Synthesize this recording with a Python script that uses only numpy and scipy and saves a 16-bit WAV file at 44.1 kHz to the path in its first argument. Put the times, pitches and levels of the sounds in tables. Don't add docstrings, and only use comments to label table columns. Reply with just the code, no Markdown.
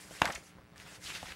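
import sys
import numpy as np
from scipy import signal
from scipy.fft import rfft, irfft, next_fast_len
from scipy.io import wavfile
from scipy.ndimage import uniform_filter1d, map_coordinates

SR = 44100
rng = np.random.default_rng(int(sys.argv[2]) if len(sys.argv) > 2 else 0)


def inscribe(sig):
    pcm = np.round(np.clip(np.atleast_2d(sig).T, -1, 1) * 32767)
    wavfile.write(sys.argv[1], SR, pcm.astype(np.int16))


def gain_from_decibels(decibels):
    exponent = np.asarray(decibels, float) / 20
    return 10 ** exponent


N = 59535


def unit(x):
    return x / np.sqrt(np.mean(x ** 2) + 1e-20)


def along(points, hz):
    point_hz, value = np.transpose(points)
    return np.interp(np.log(hz + 1), np.log(point_hz + 1), value)


def wobble(rate):
    return map_coordinates(rng.standard_normal(400), [np.arange(N) * rate / SR], mode="mirror")


def filtered(x, response):
    size = next_fast_len(len(x) + 4096)
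    return irfft(rfft(x, size) * response(np.fft.rfftfreq(size, 1 / SR)), size)[:len(x)]


def band(hz, width):
    return lambda f: 1j * f * width * hz / (hz * hz - f * f + 1j * f * width * hz)


def rush(spectrum, patchy_db):
    cells = signal.stft(rng.standard_normal(N), nperseg=256)[2]
    patches = uniform_filter1d(rng.standard_normal(cells.shape), size=5, axis=0)
    patches = unit(uniform_filter1d(patches, size=6, axis=1))
    noise = signal.istft(cells * gain_from_decibels(patchy_db * patches), nperseg=256)[1][:N]
    return unit(filtered(noise, lambda hz: gain_from_decibels(along(spectrum, hz))))


def add(out, s, piece):
    spot = out[max(round(s * SR), 0):][:len(piece)]
    spot += piece[:len(spot)]


def fibre_ticks():
    ticks_per_s, middle_hz, decay_cycles, spread_db = 700, 2600, 3.4, 3
    place, pitch, chance = rng.random((3, int(ticks_per_s * N / SR), 1))
    hz = middle_hz * 4 ** (pitch - 0.5)
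    cycles = np.arange(128) / SR * hz
    sign = np.sign(place * N % 1 - 0.5)
    height = sign * gain_from_decibels(-spread_db * np.log(chance))
    ticks = height * np.sin(2 * np.pi * cycles) * np.exp(-3 * cycles / decay_cycles)
    at = (place * N).astype(int) + np.arange(128)
    return unit(np.bincount(at.ravel(), ticks.ravel(), N + 128)[:N])


# start_s, level_db, thin_share (power share of thin dry hiss, 0-1)
SLIDING = [(0, -53, 0.71), (.05, -56, 0.86), (.098, -57.5, 0.83), (.112, -52.5, 0.74), (.19, -51, 0.25),
           (.215, -53.5, 0.7), (.3, -52, 0.53), (.37, -54.5, 0.5), (.415, -66, 0.6), (0.439, -58.5, .99),
           (0.478, -56.5, 0.74), (.525, -68, 0), (.6, -77, 0), (.752, -77, .3), (0.761, -59, 0.14),
           (.79, -59, 0.37), (.805, -53, 0.28), (.845, -58.5, 0.07), (.88, -54, 0.25), (.96, -52, 0.25),
           (.995, -68, 0.76), (1.027, -51.5, 0.47), (1.06, -47, 0.56), (1.1, -44.5, 0.17),
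           (1.13, -46, 0.36), (1.155, -45, 0.06), (1.21, -49, 0.18), (1.25, -53.5, 0.4), (1.265, -48, 0.08),
           (1.326, -47.5, 0.04), (1.35, -59, 0)]
# frequency_hz, relative density_db (per Hz)
SHEET_ON_SHEET = [(150, -26), (500, -6), (1000, -10.5), (1900, 0.5), (3300, -3.5), (5000, -9),
                  (9000, -17.5), (15500, -25)]
# frequency_hz, relative density_db (per Hz)
EDGE_ON_TABLE = [(1000, -27), (3000, -13), (5000, -4), (7500, -3), (11000, -9), (15500, -20.5)]


def slide():
    start_s, level_db, thin_share = np.transpose(SLIDING)
    t = np.arange(N) / SR
    level_db = np.interp(t, start_s, level_db)
    thin = np.clip(np.interp(t, start_s, thin_share), 0, 1)
    rub = np.sqrt(1 - thin) * rush(SHEET_ON_SHEET, patchy_db=2.5)
    rub += np.sqrt(thin) * rush(EDGE_ON_TABLE, patchy_db=2.5)
    ticks_db = -7
    return gain_from_decibels(level_db + 1.1 * wobble(59.7)) * (rub + gain_from_decibels(ticks_db) * fibre_ticks())


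# frequency_hz, t60_s
ROOM_DECAY = [(100, 0.28), (1000, 0.3), (4000, 0.21), (12000, 0.29)]


def room(x):
    hz, t, cells = signal.stft(rng.standard_normal(SR // 2), SR, nperseg=256)
    fade = gain_from_decibels(-60 * t / along(ROOM_DECAY, hz)[:, None])
    tail = signal.istft(cells * fade, SR, nperseg=256)[1]
    late = np.pad(x, (200, 0))
    return signal.fftconvolve(late, tail / np.linalg.norm(tail))[:N]


# frequency_hz, relative density_db (per Hz)
VENTILATION = [(20, -11), (60, -5.5), (100, -1.5), (170, -3), (300, -11.5), (600, -13), (1200, -16.5),
               (3000, -26), (8000, -37), (15500, -51)]


def ventilation():
    level_db, swing_db = -59.5, -1
    return gain_from_decibels(level_db + swing_db * wobble(15.1)) * rush(VENTILATION, patchy_db=3.0)


# frequency_hz, level_db (rms of a harmonic there, if odd)
CABLE_BUZZ = [(60, -74), (180, -66.5), (300, -70), (600, -76.5), (1200, -77.5), (2200, -78), (3500, -89.5),
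              (6000, -94)]


def electrics():
    mains_hz, edge_s, even_db = 60.005, 0.0021, -22
    whine_hz, whine_db, hiss_db = 15734.3, -67, -75
    t = np.arange(N) / SR
    harmonic = np.arange(1, 101)[:, None]
    level_db = along(CABLE_BUZZ, harmonic * mains_hz) + even_db * (harmonic % 2 == 0)
    buzz = (gain_from_decibels(level_db) * np.sin(2 * np.pi * harmonic * mains_hz * (t - edge_s))).sum(axis=0)
    whine = gain_from_decibels(whine_db) * np.sin(2 * np.pi * whine_hz * t)
    hiss = gain_from_decibels(hiss_db) * rng.standard_normal(N)
    return np.sqrt(2) * (buzz + whine) + hiss


# start_s, level_db (peak of the ringing), pitch_hz, t60_s (of the rattle)
CREASES = [(.109, -43.5, 577, 0.075), (.2175, -12.5, 986, 0.015), (.2176, -21.5, 385, 0.022),
           (.218, -21.5, 4500, 0.0034), (0.219, -13.5, 1600, 0.0037), (0.2198, -10, 2070, 0.0072),
           (0.222, -39, 1710, 0.057), (0.255, -19.5, 4870, 0.0093), (.256, -17.5, 1550, 0.04),
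           (0.2754, -25, 1420, 0.011), (0.2868, -26.5, 640, .012), (0.302, -28, 1460, 0.035),
           (.344, -38, 580, 0.014), (.585, -45.5, 720, 0.09), (.7595, -44, 1780, 0.053),
           (.78, -38, 5400, 0.012), (0.8, -35.5, 2600, 0.027), (.818, -44, 2130, 0.0079),
           (1.1523, -30, 4930, 0.0078), (1.229, -31.5, 730, 0.032), (1.229, -34.5, 2200, 0.0066),
           (1.258, -38.5, 1180, 0.036), (1.268, -38, 2010, 0.017), (1.321, -33, 2440, 0.017)]


def snaps():
    blow = 11
    crack_db, crack_t60_s = -19, 0.0022
    out, t = np.zeros(N), np.arange(4096) / SR
    for start_s, level_db, pitch_hz, t60_s in CREASES:
        rattle, crack = rng.standard_normal((2, len(t)))
        rattle[0] = -blow
        ring = filtered(rattle * gain_from_decibels(-60 * t / t60_s), band(pitch_hz, 0.62))
        ring = filtered(ring, band(pitch_hz, 1.43))
        ring /= np.abs(ring).max()
        crack *= gain_from_decibels(crack_db - 60 * t / crack_t60_s)
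        add(out, start_s, gain_from_decibels(level_db) * (ring + crack))
    return out


# start_s, level_db (amplitude at the start), pitch_hz
PUSHES = [(.11, -45.5, 200), (0.2195, -25, 105), (0.252, -42, 70.4), (.27, -31, 198), (.3, -35, 224),
          (1.149, -42.5, 190), (1.2, -48, 170), (1.229, -34.5, 251), (.29, -37, 79), (0.358, -42, 59.4),
          (0.381, -45, 160), (0.554, -42.5, 150), (0.586, -46, 59.5), (.722, -41, 149), (0.789, -50, 142),
          (0.853, -43, 148), (1.052, -42.5, 102), (1.079, -44, 101), (1.118, -44, 170), (1.17, -45, 90.5),
          (1.26, -46.5, 60), (1.31, -44, 60)]


def thumps():
    decay_cycles = 2.03
    out, t = np.zeros(N), np.arange(8192) / SR
    for start_s, level_db, pitch_hz in PUSHES:
        fade = gain_from_decibels(level_db - 30 * t * pitch_hz / decay_cycles)
        add(out, start_s, -fade * np.sin(2 * np.pi * pitch_hz * t))
    return out


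# middle_s, length_s, level_db (rms before the swell shapes it), pitch_hz
SHORT_SCUFFS = [(0.234, 0.025, -43, 1190), (0.249, .02, -32, 680), (.258, .025, -36.5, 1780),
                (.278, .016, -34.5, 1490), (0.295, .05, -40.5, 560), (0.305, .018, -40, 1590),
                (0.247, 0.018, -42.5, 3570), (0.324, .014, -43.5, 5460), (0.334, .02, -45.5, 2820),
                (0.352, 0.012, -40, 5870), (.359, 0.018, -37.5, 2130), (0.38, .014, -48, 460),
                (.59, .035, -58.5, 634), (.868, .04, -55, 900), (1.047, 0.042, -49.5, 5400),
                (1.07, 0.045, -43, 3480), (1.106, 0.065, -44.5, 2600), (1.152, 0.055, -43.5, 3080),
                (1.307, 0.028, -50, 1900)]


def scuffs():
    out = np.zeros(N)
    for middle_s, length_s, level_db, pitch_hz in SHORT_SCUFFS:
        resonance = band(pitch_hz, 0.74)
        rub = unit(filtered(rng.standard_normal(4096), lambda f: resonance(f) ** 2))
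        progress = np.clip(np.arange(4096) / SR / length_s, 0, 1)
        swell = np.sin(np.pi * progress) ** 2
        add(out, middle_s - length_s / 2, gain_from_decibels(level_db) * rub * swell)
    return out


def scene():
    paper = slide() + snaps() + thumps() + scuffs()
    room_db = -10.5
    return (paper + gain_from_decibels(room_db) * room(paper) + ventilation() + electrics())[None]


# frequency_hz, gain_db
MICROPHONE = [(25, -10), (55, -0.5), (9000, -0.5), (12000, 0), (14000, -4.5), (15500, -8), (16200, -35)]


def microphone(x):
    return filtered(x, lambda hz: gain_from_decibels(along(MICROPHONE, hz)))


def expander(x):
    threshold_db, slope, most_db = -52.5, 0.6, -6
    follow_s = 0.13
    power = np.abs(uniform_filter1d(x ** 2, int(follow_s * SR)))
    level_db = 10 * np.log10(power + 1e-12)
    return x * gain_from_decibels(np.clip(slope * (level_db - threshold_db), most_db, 0))


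def band_limit(x):
    return signal.sosfilt(signal.butter(12, 16410, fs=SR, output="sos"), x)


def record(dry):
    mix = expander(microphone(dry[0]))[None]
    return band_limit(mix)


dry = scene()
out = record(dry)
inscribe(out)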